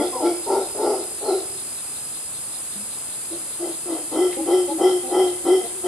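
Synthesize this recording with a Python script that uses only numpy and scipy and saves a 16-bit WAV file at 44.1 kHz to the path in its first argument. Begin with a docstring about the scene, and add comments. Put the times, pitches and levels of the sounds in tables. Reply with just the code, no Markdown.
"""A howler monkey calls in a rainforest tree: harsh barks, a pause, then hoots that build up.
Each call mixes a chaotic rasp of the vocal folds with the note of the throat sac; the note is
cleaner where the sac outweighs the rasp. Short grunts, soft hums and extra ringing tones join in.
Shaped noise makes hissing cicadas, a rasping katydid, a snapping twig and forest air.
A pulsing tone makes a trilling cricket, and a fading noise tail makes the echo from the trees."""
import sys
import numpy as np
from scipy import signal
from scipy.fft import rfft, irfft, next_fast_len
from scipy.io import wavfile
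from scipy.ndimage import uniform_filter1d, minimum_filter1d, map_coordinates

SR = 44100
rng = np.random.default_rng(int(sys.argv[2]) if len(sys.argv) > 2 else 0)


def wav_out(sig):
    """Save sig, one row per channel (or a flat mono array), as 16-bit PCM at SR to the path in sys.argv[1]."""
    wavfile.write(sys.argv[1], SR, np.round(np.clip(np.atleast_2d(sig).T, -1, 1) * 32767).astype(np.int16))


N = 258867
T = np.arange(N) / SR  # time of every sample (s)


def amp(db):
    """Turn decibels into a plain multiplier."""
    return 10 ** (np.asarray(db) / 20)


def unit(x):
    """Scale a sound to an average (rms) level of 1."""
    return x / np.sqrt(np.mean(x ** 2) + 1e-20)


def along(points, hz):
    """Read a curve of (pitch_hz, value) points on a log pitch axis."""
    point_hz, value = np.transpose(points)
    return np.interp(np.log(hz + 1), np.log(point_hz + 1), value)


def over_time(points):
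    """Read a curve of (time_s, value) points at every sample."""
    return np.interp(T, *np.transpose(points))


def wobble(rate):
    """A smooth random curve of rms 1, with about this many random points a second."""
    knots = rng.standard_normal(int(N * rate / SR) + 4)
    return unit(signal.resample(knots, next_fast_len(N))[:N])


def filtered(x, response):
    """Multiply the spectrum of a sound by a response that depends on frequency."""
    size = next_fast_len(N + SR // 2)
    spectrum = rfft(x, size) * response(np.fft.rfftfreq(size, 1 / SR))
    return irfft(spectrum, size)[..., :N]


def coloured(x, spectrum):
    """Colour a sound with (pitch_hz, level_db) points, at rms 1."""
    return unit(filtered(x, lambda hz: amp(along(spectrum, hz))))


def resonate(x, modes):
    """Ring a sound through steep-sided (pitch_hz, width_hz, level_db) resonances, at rms 1."""
    def response(hz):
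        total = 0
        for centre_hz, width_hz, db in modes:
            damping = 1.5j * hz * width_hz
            # squaring makes the sides steep
            total = total + amp(db) * (damping / (centre_hz ** 2 - hz ** 2 + damping)) ** 2
        return total
    return unit(filtered(x, response))


def noise_pair(alike):
    """Left and right noise, mixed from a shared and an opposite part to set their likeness."""
    def shares(hz):
        turn = np.arccos(np.clip(along(alike, hz), -1, 1)) / 2
        return np.array([np.cos(turn), np.sin(turn)])
    mid, side = filtered(rng.standard_normal((2, N)), shares)
    return np.array([mid + side, mid - side])


def swell(start, length):
    """A rounded rise and fall, silent outside its length."""
    return np.abs(np.sin(np.pi * np.clip((T - start) / length, 0, 1))) ** 0.32


def cycle(hz):
    """Add up a pitch curve into a running phase."""
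    return 2 * np.pi * np.cumsum(hz) / SR


def glide(start, length, start_hz, end_hz, jitter):
    """Phase of a short, unsteady note that goes from one pitch to another."""
    hz = np.interp(T, [start, start + length], [start_hz, end_hz])
    return cycle(hz * (1 + jitter * wobble(160)))


def rough_note(phase, chaos, rate):
    """A tone of rms 1, from pure (chaos 0) to a random flutter (chaos 1)."""
    flutter = np.sqrt(2) * (1 - chaos) + chaos * (wobble(rate) + 1j * wobble(rate))
    return np.real(flutter * np.exp(1j * phase)) / np.hypot(1 - chaos, chaos)


# colour of the forest air: pitch_hz, level_db
FOREST_COLOUR = [(20, -38), (36, -13), (70, -5.5), (160, -4.5), (700, -5.3), (1250, -7), (1900, -12.5),
                 (4600, -9), (5300, -14.5), (9000, -84)]
# likeness of left and right, for the air and the echo: pitch_hz, likeness (1 = the same)
FOREST_LIKENESS = [(100, 1), (1200, 0.74), (4000, 0.14)]


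def forest():
    """Leaves and far air are coloured noise; a thin insect whine and a low hum are narrow resonances."""
    breeze = amp(.4 * wobble(3))
    air = amp(-44) * breeze * coloured(noise_pair(FOREST_LIKENESS), FOREST_COLOUR)
    whine = amp(-58) * resonate(rng.standard_normal((2, N)), [(2619, 27, 0)])
    hum = amp(-64) * resonate(rng.standard_normal(N), [(121.2, 3.4, 0)])
    return air + whine + hum


# colour of the hiss: pitch_hz, level_db
CICADA_COLOUR = [(5600, -23.5), (6100, -15.5), (6600, -12), (8000, -1), (9100, 2), (10500, -1.5),
                 (11500, -9), (13000, -23), (15000, -35.5), (16000, -37)]
# loudness of the hiss before the trim: time_s, level_db
CICADA_LOUDNESS = [(0.0, -34.5), (5.87, -34)]


def cicadas(trim_db=4):
    """Countless far insects merge into an even hiss that leans slowly from right to left."""
    # (pitch_hz, likeness of left and right)
    hiss = coloured(noise_pair([(6000, -0.00063), (9000, -0.4), (13000, 0.094)]), CICADA_COLOUR)
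    lean_db = np.interp(T, [0, 5.87], [-.3, .5])
    return hiss * amp(over_time(CICADA_LOUDNESS) + trim_db + np.array([lean_db, -lean_db]))


# loudness of the trill before the trim: time_s, level_db
CRICKET_LOUDNESS = [(0.0, -43), (1.75, -46), (5.87, -52.5)]
# moments near which the trill rests briefly: time_s
CRICKET_PAUSES = [.6, 1.23, 2.34, 2.65]


def cricket(rate_hz=52.3, pitch_hz=5010, trim_db=3):
    """A trill of quick, ringing wing strokes with brief rests: a high tone that pulses."""
    stroke_phase = cycle(rate_hz * (1 + 0.0079 * wobble(4.38)))
    strokes = 0.21 + 0.73 * (.5 + .5 * np.sin(stroke_phase)) ** 2
    rests = sum(swell(s - .04, 0.056) for s in CRICKET_PAUSES)
    playing = np.clip(1 - rests, 0, 1)
    phase = cycle(pitch_hz * (1 + 0.00594 * wobble(300)))
    # left and right are a quarter cycle apart
    tone = np.sqrt(2) * np.array([np.sin(phase), np.cos(phase)])
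    wings = tone * amp(1.5 * wobble(50))
    return wings * strokes * playing * amp(over_time(CRICKET_LOUDNESS) + trim_db)


# pace of the wings: time_s, strokes so far (count)
KATYDID_PACE = [(.07, 0), (2.93, 15), (4.14, 21), (5.68, 29)]


def katydid(sharpness=3.1, stroke_db=-45.5, back_db=-54):
    """Broad scraping strokes, about five a second, with a thinner, higher back stroke between them."""
    turn = np.pi * over_time(KATYDID_PACE)
    playing = (T > KATYDID_PACE[0][0] - .02) * (T < KATYDID_PACE[-1][0] + .02)
    colour = [(2600, -48), (3400, -3), (3900, 1), (4250, 0), (4700, -7), (5500, -53)]  # (Hz, dB)
    scrape = coloured(rng.standard_normal((2, N)), colour)
    back = resonate(rng.standard_normal((2, N)), [(4530, 200, 0)])
    strokes = amp(stroke_db) * np.abs(np.cos(turn)) ** (2 * sharpness) * scrape
    back_strokes = amp(back_db) * np.sin(turn) ** 4 * back
    return uniform_filter1d(1.0 * playing, SR // 20) * (strokes + back_strokes)


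# how long the echo takes to fade by 60 dB: pitch_hz, fade_s
TREE_FADE = [(350, 1), (900, 0.66), (5000, 0.45)]


def trees(x):
    """Trunks and leaves scatter the sound back, differently to each side in the treble."""
    noise = noise_pair(FOREST_LIKENESS)[:, :SR]
    hz, t, grid = signal.stft(noise, SR, nperseg=256)
    fade = amp(-60 * t / along(TREE_FADE, hz)[:, None])
    tail = signal.istft(grid * fade, SR, nperseg=256)[1]
    late = np.pad(x, (SR // 80, 0))[None]  # 12.5 ms on the way
    return signal.fftconvolve(late, tail / np.linalg.norm(tail[0]), axes=1)[:, :N]


def twig(start=4.327, db=-32, fade_s=0.048):
    """A small dry crack in the branches: noise through two wood resonances, fading 60 dB in fade_s."""
    age = np.maximum(T - start, 0)
    wood = resonate(rng.standard_normal(N), [(1989, 590, 14), (2589, 870, -1)])
    return amp(db - 60 * age / fade_s) * (T > start) * wood


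# short voiced grunts: start_s, length_s, start_pitch_hz, end_pitch_hz, level_db
GRUNT_NOTES = [(0.115, 0.17, 252, 258, -33.5), (4.366, 0.076, 266, 286, -29),
               (4.677, 0.06, 278, 283.4, -28), (5.03, 0.074, 264, 247.2, -32),
               (5.605, .07, 240, 227.8, -36)]
# overtones of a grunt: multiple of its pitch, level_db
GRUNT_OVERTONES = [(1, 9.5), (2, 13.5), (3, 14), (4, -17.5), (5, -22)]
# soft hums of the sac: start_s, length_s, start_pitch_hz, end_pitch_hz, level_db
SAC_HUMS = [(2.751, 0.087, 200, 214, -42), (4.373, 0.082, 338, 310, -25), (4.703, .08, 331, 319, -24.5)]


def grunts():
    """Short hoarse grunts stack unsteady overtones and noise; soft hums of the sac are single tones."""
    out = np.zeros(N)
    for s, length, start_hz, end_hz, db in GRUNT_NOTES:
        phase = glide(s, length, start_hz, end_hz, jitter=0.0248)
        voice = sum(amp(level + 4.1 * wobble(70)) * np.sin(k * phase) for k, level in GRUNT_OVERTONES)
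        hoarse = coloured(rng.standard_normal(N), HOOT_THROAT_COLOUR)
        out += amp(db) * swell(s, length) * (unit(voice) + 0.14 * hoarse)
    for s, length, start_hz, end_hz, db in SAC_HUMS:
        tone = unit(np.sin(glide(s, length, start_hz, end_hz, jitter=0.0206)))
        out += amp(db) * swell(s, length) * tone
    return out


# extra ringing tones in the barks and the first grunt; the one near 900 Hz is a steady mouth resonance:
# start_s, length_s, start_pitch_hz, end_pitch_hz, level_db
EXTRA_TONES = [(-.03, 0.077, 3530, 3350, -43.5), (-.02, 0.053, 2150, 2060, -42),
               (0.124, .12, 1038, 857, -33.5), (.235, .085, 2080, 2310, -45.5),
               (0.21, 0.082, 3070, 3250, -49.5), (0.467, 0.12, 903, 900, -28),
               (0.528, 0.146, 3720, 3630, -53), (.823, 0.12, 4965, 4866, -47.5),
               (1.24, 0.094, 4380, 3950, -42.5)]


def ringing_tones():
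    """Extra hoarse tones, most sliding, one steady near 900 Hz; higher ones flutter more, up to a limit."""
    out = np.zeros(N)
    for s, length, start_hz, end_hz, db in EXTRA_TONES:
        phase = glide(s, length, start_hz, end_hz, jitter=0.029)
        out += amp(db) * swell(s, length) * rough_note(phase, chaos=min(start_hz / 3000, .75), rate=200)
    return out


def arch(age, length, attack, rise_db, fall_db, bend):
    """Gain of a call that climbs to a crest and falls away; silent outside softened edges."""
    rising = np.clip(1 - age / attack, 0, 1)
    falling = np.clip((age - attack) / max(length - attack, .01), 0, 1)
    sounding = uniform_filter1d(1.0 * (age >= 0) * (age <= length), SR // 80)
    return sounding * amp(-rise_db * rising ** 2 - fall_db * falling ** bend)


# the sac starts and ends this far under its crest (dB); the bend shapes each fall
SAC_RISE_DB, SAC_FALL_DB, SAC_BEND, RASP_BEND = 19.5, 21, 1.68, 1.365
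SCOOP_SHARE, SCOOP_S = .66, .016  # the pitch slides at this share of the sac's attack, this quickly
SAG_HZ_PER_S = 170  # the pitch sinks after the crest
SHAKE_DB, SHAKE_RATE = 1.33, 40  # unsteady push of the sac (dB, random points a second)


def controls(calls, rasp_rise_db, rasp_fall_db):
    """Sac pitch, sac gain, rasp gain and progress (0-1) of the calls; the pitch scoops, settles and sags."""
    hz, sac, rasp = np.full(N, 1.0 * calls[0][2]), np.zeros(N), np.zeros(N)
    for s, length, opening_hz, settled_hz, sac_db, sac_attack, rasp_db, rasp_attack in calls:
        age = T - s
        sac += amp(sac_db) * arch(age, length, sac_attack, SAC_RISE_DB, SAC_FALL_DB, SAC_BEND)
        rasp += amp(rasp_db) * arch(age, length, rasp_attack, rasp_rise_db, rasp_fall_db, RASP_BEND)
        settled = .5 + .5 * np.tanh((age - SCOOP_SHARE * sac_attack) / SCOOP_S)
        sag = SAG_HZ_PER_S * np.clip(age - sac_attack, 0, length)
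        call_hz = opening_hz + (settled_hz - opening_hz) * settled - sag
        hz = np.where(age > -SCOOP_S, call_hz, hz)
    edges = np.ravel([(s, s + length) for s, length, *_ in calls])
    progress = np.interp(T, edges, np.arange(len(edges)) % 2)
    return hz, sac * amp(SHAKE_DB * wobble(SHAKE_RATE)), rasp, progress


def folds(rate_hz, jitter, air):
    """Heavy vocal folds slap at an uneven rate; each slap lets a puff of air through."""
    turns = np.cumsum(rate_hz * np.exp(jitter * wobble(110))) / SR
    slaps = np.diff(np.floor(turns), prepend=0)
    puffs = rng.standard_normal(N) * np.exp(-2 * (turns % 1))

    def sac_delay(hz):
        """The sac spreads each slap over several milliseconds."""
        return np.exp(-2j * np.pi * hz * .005 * np.minimum(hz / 1000, 1))
    return unit(filtered(slaps, sac_delay)) + air * unit(puffs)


def bout(calls, throat, mouth, rough, jitter, air, wander, open_hz, closed_hz, sac_db, rasp_db, jaw_db,
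         mouth_db, octave_db, rasp_rise_db, rasp_fall_db, mouth_lift):
    """The folds rasp through the throat while the sac sings, the cleaner the more it outweighs the rasp."""
    hz, sac, rasp, progress = controls(calls, rasp_rise_db, rasp_fall_db)
    chaos = np.clip(rough * rasp / (sac + rasp + 1e-6), 0, 1)
    phase = cycle(hz * (1 + wander * chaos * wobble(45)))
    note = amp(sac_db) * sac * rough_note(phase, chaos, rate=97)
    effort = np.sqrt(np.abs(sac * rasp))
    octave = amp(octave_db) * effort * rough_note(2 * phase, chaos=0.8, rate=59)
    # the folds close about once in three swings of the sac
    source = folds(hz / 3, jitter, air)
    growl = amp(rasp_db) * rasp * coloured(source, throat)
    # the jaw opens early in a call, less for soft ones, and its resonance sinks as it closes
    nearby_peak = -minimum_filter1d(-np.abs(rasp), SR // 3)  # loudest rasp in a third of a second
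    strength = nearby_peak / rasp.max()
    opening = np.sin(np.pi * (1 + 3 * progress) / 4)
    jaw_hz = (closed_hz + (open_hz - closed_hz) * opening) * strength ** 0.16
    jaw_phase = cycle(jaw_hz * (1 + 0.0154 * wobble(25)))
    jaw = amp(jaw_db) * rasp * rough_note(jaw_phase, chaos=0.43, rate=70)
    # the mouth resonances lift in mid-call (read faster) and stand out under a hard push
    lift = 1 + mouth_lift * (np.sin(np.pi * progress) - .85) * (effort > 1e-6)
    ring = map_coordinates(resonate(source, mouth), [np.cumsum(lift)], mode="mirror")
    return note + octave + growl + jaw + amp(mouth_db) * effort ** 1.374 * ring


# hoots; levels are before the mix in hoots(): start_s, length_s, opening_pitch_hz, settled_pitch_hz,
# sac_level_db, sac_attack_s, rasp_level_db, rasp_attack_s
HOOT_CALLS = [(3.305, .115, 320.1, 344.8, -31.5, .028, -41, 0.041),
              (3.59, 0.17, 340.7, 348, -25, 0.053, -35, .085),
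              (3.855, .195, 354.9, 329.9, -25, 0.061, -32, 0.098),
              (4.112, 0.23, 317.6, 368.3, -15.5, 0.13, -25, 0.055),
              (4.46, 0.21, 338, 371.2, -13.5, .10, -25, 0.035),
              (4.785, .22, 341.8, 375.4, -12, .092, -24, 0.038),
              (5.105, .235, 358.5, 373.7, -13, .10, -23.5, 0.053),
              (5.445, .19, 342.7, 378.7, -11, .098, -25, 0.033),
              (5.835, 0.23, 360, 379, -16, 0.043, -27.5, 0.041)]
# throat colour of the hooting rasp and of the grunts' hoarseness: pitch_hz, level_db
HOOT_THROAT_COLOUR = [(110, -45), (180, -10.5), (240, -8.5), (310, 3.5), (540, 5), (640, -2.5), (860, -2.5),
                      (1020, -10), (1350, -11), (1600, -28.5), (6000, -50)]
# upper resonances of the hooting mouth: pitch_hz, width_hz, level_db
HOOT_MOUTH_MODES = [(1338, 33, 7), (2013, 44, 7.5), (3173, 107, 5), (5150, 480, -6.5)]


def hoots():
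    """Hoots that build up: the sac's steadier note stands well over the rasp."""
    return bout(HOOT_CALLS, HOOT_THROAT_COLOUR, HOOT_MOUTH_MODES,
                rough=1.0, jitter=.2, air=0.99, wander=0.009, open_hz=807, closed_hz=687,
                sac_db=-0.5, rasp_db=-1, jaw_db=-5.5, mouth_db=-8, octave_db=-11.5,
                rasp_rise_db=11, rasp_fall_db=21.5, mouth_lift=.015)


# barks; levels are before the mix in barks(): start_s, length_s, opening_pitch_hz, settled_pitch_hz,
# sac_level_db, sac_attack_s, rasp_level_db, rasp_attack_s
BARK_CALLS = [(-.06, .17, 312.7, 358.5, -21.5, 0.092, -22, 0.075),
              (.195, .175, 330.9, 348, -17.5, .088, -24, .065),
              (.457, .235, 399, 403.4, -21, 0.054, -22.5, 0.0895),
              (.745, .315, 395.1, 402.2, -22.5, .15, -21.5, 0.136),
              (1.21, .24, 420.2, 375.9, -21, .12, -25, 0.086)]
# throat colour of the barking rasp: pitch_hz, level_db
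BARK_THROAT_COLOUR = [(120, -55), (240, -7), (320, 2.5), (440, 8), (540, 1), (640, 3.5), (900, -12),
                      (1060, -12.5), (1400, -15.5), (1650, -50), (6000, -56)]
# upper resonances of the barking mouth: pitch_hz, width_hz, level_db
BARK_MOUTH_MODES = [(1357, 59, 11), (2065, 180, -4), (3180, 490, -13), (4860, 770, -5)]


def barks():
    """Harsh barks: a strong rasp makes the sac's pitch wander and flutter."""
    return bout(BARK_CALLS, BARK_THROAT_COLOUR, BARK_MOUTH_MODES,
                rough=.9, jitter=.09, air=0.67, wander=.12, open_hz=885, closed_hz=679,
                sac_db=0, rasp_db=-1, jaw_db=-9, mouth_db=-9.5, octave_db=-9,
                rasp_rise_db=15, rasp_fall_db=22.5, mouth_lift=.05)


def scene():
    """The monkey and twig, slightly louder on the left, with their echo and the forest around them."""
    near = barks() + ringing_tones() + hoots() + grunts() + twig()
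    echo_colour = [(350, -17), (900, -11.5), (3000, 3)]  # (Hz, dB)
    echo = filtered(trees(near), lambda hz: amp(along(echo_colour, hz)))
    direct = near * amp([[.8], [-.8]])
    return direct + echo + cicadas() + cricket() + katydid() + forest()


def record(dry, top_hz=15600):
    """Keep only the sound below the top frequency."""
    return filtered(dry, lambda hz: hz < top_hz)


dry = scene()
out = record(dry)
wav_out(out)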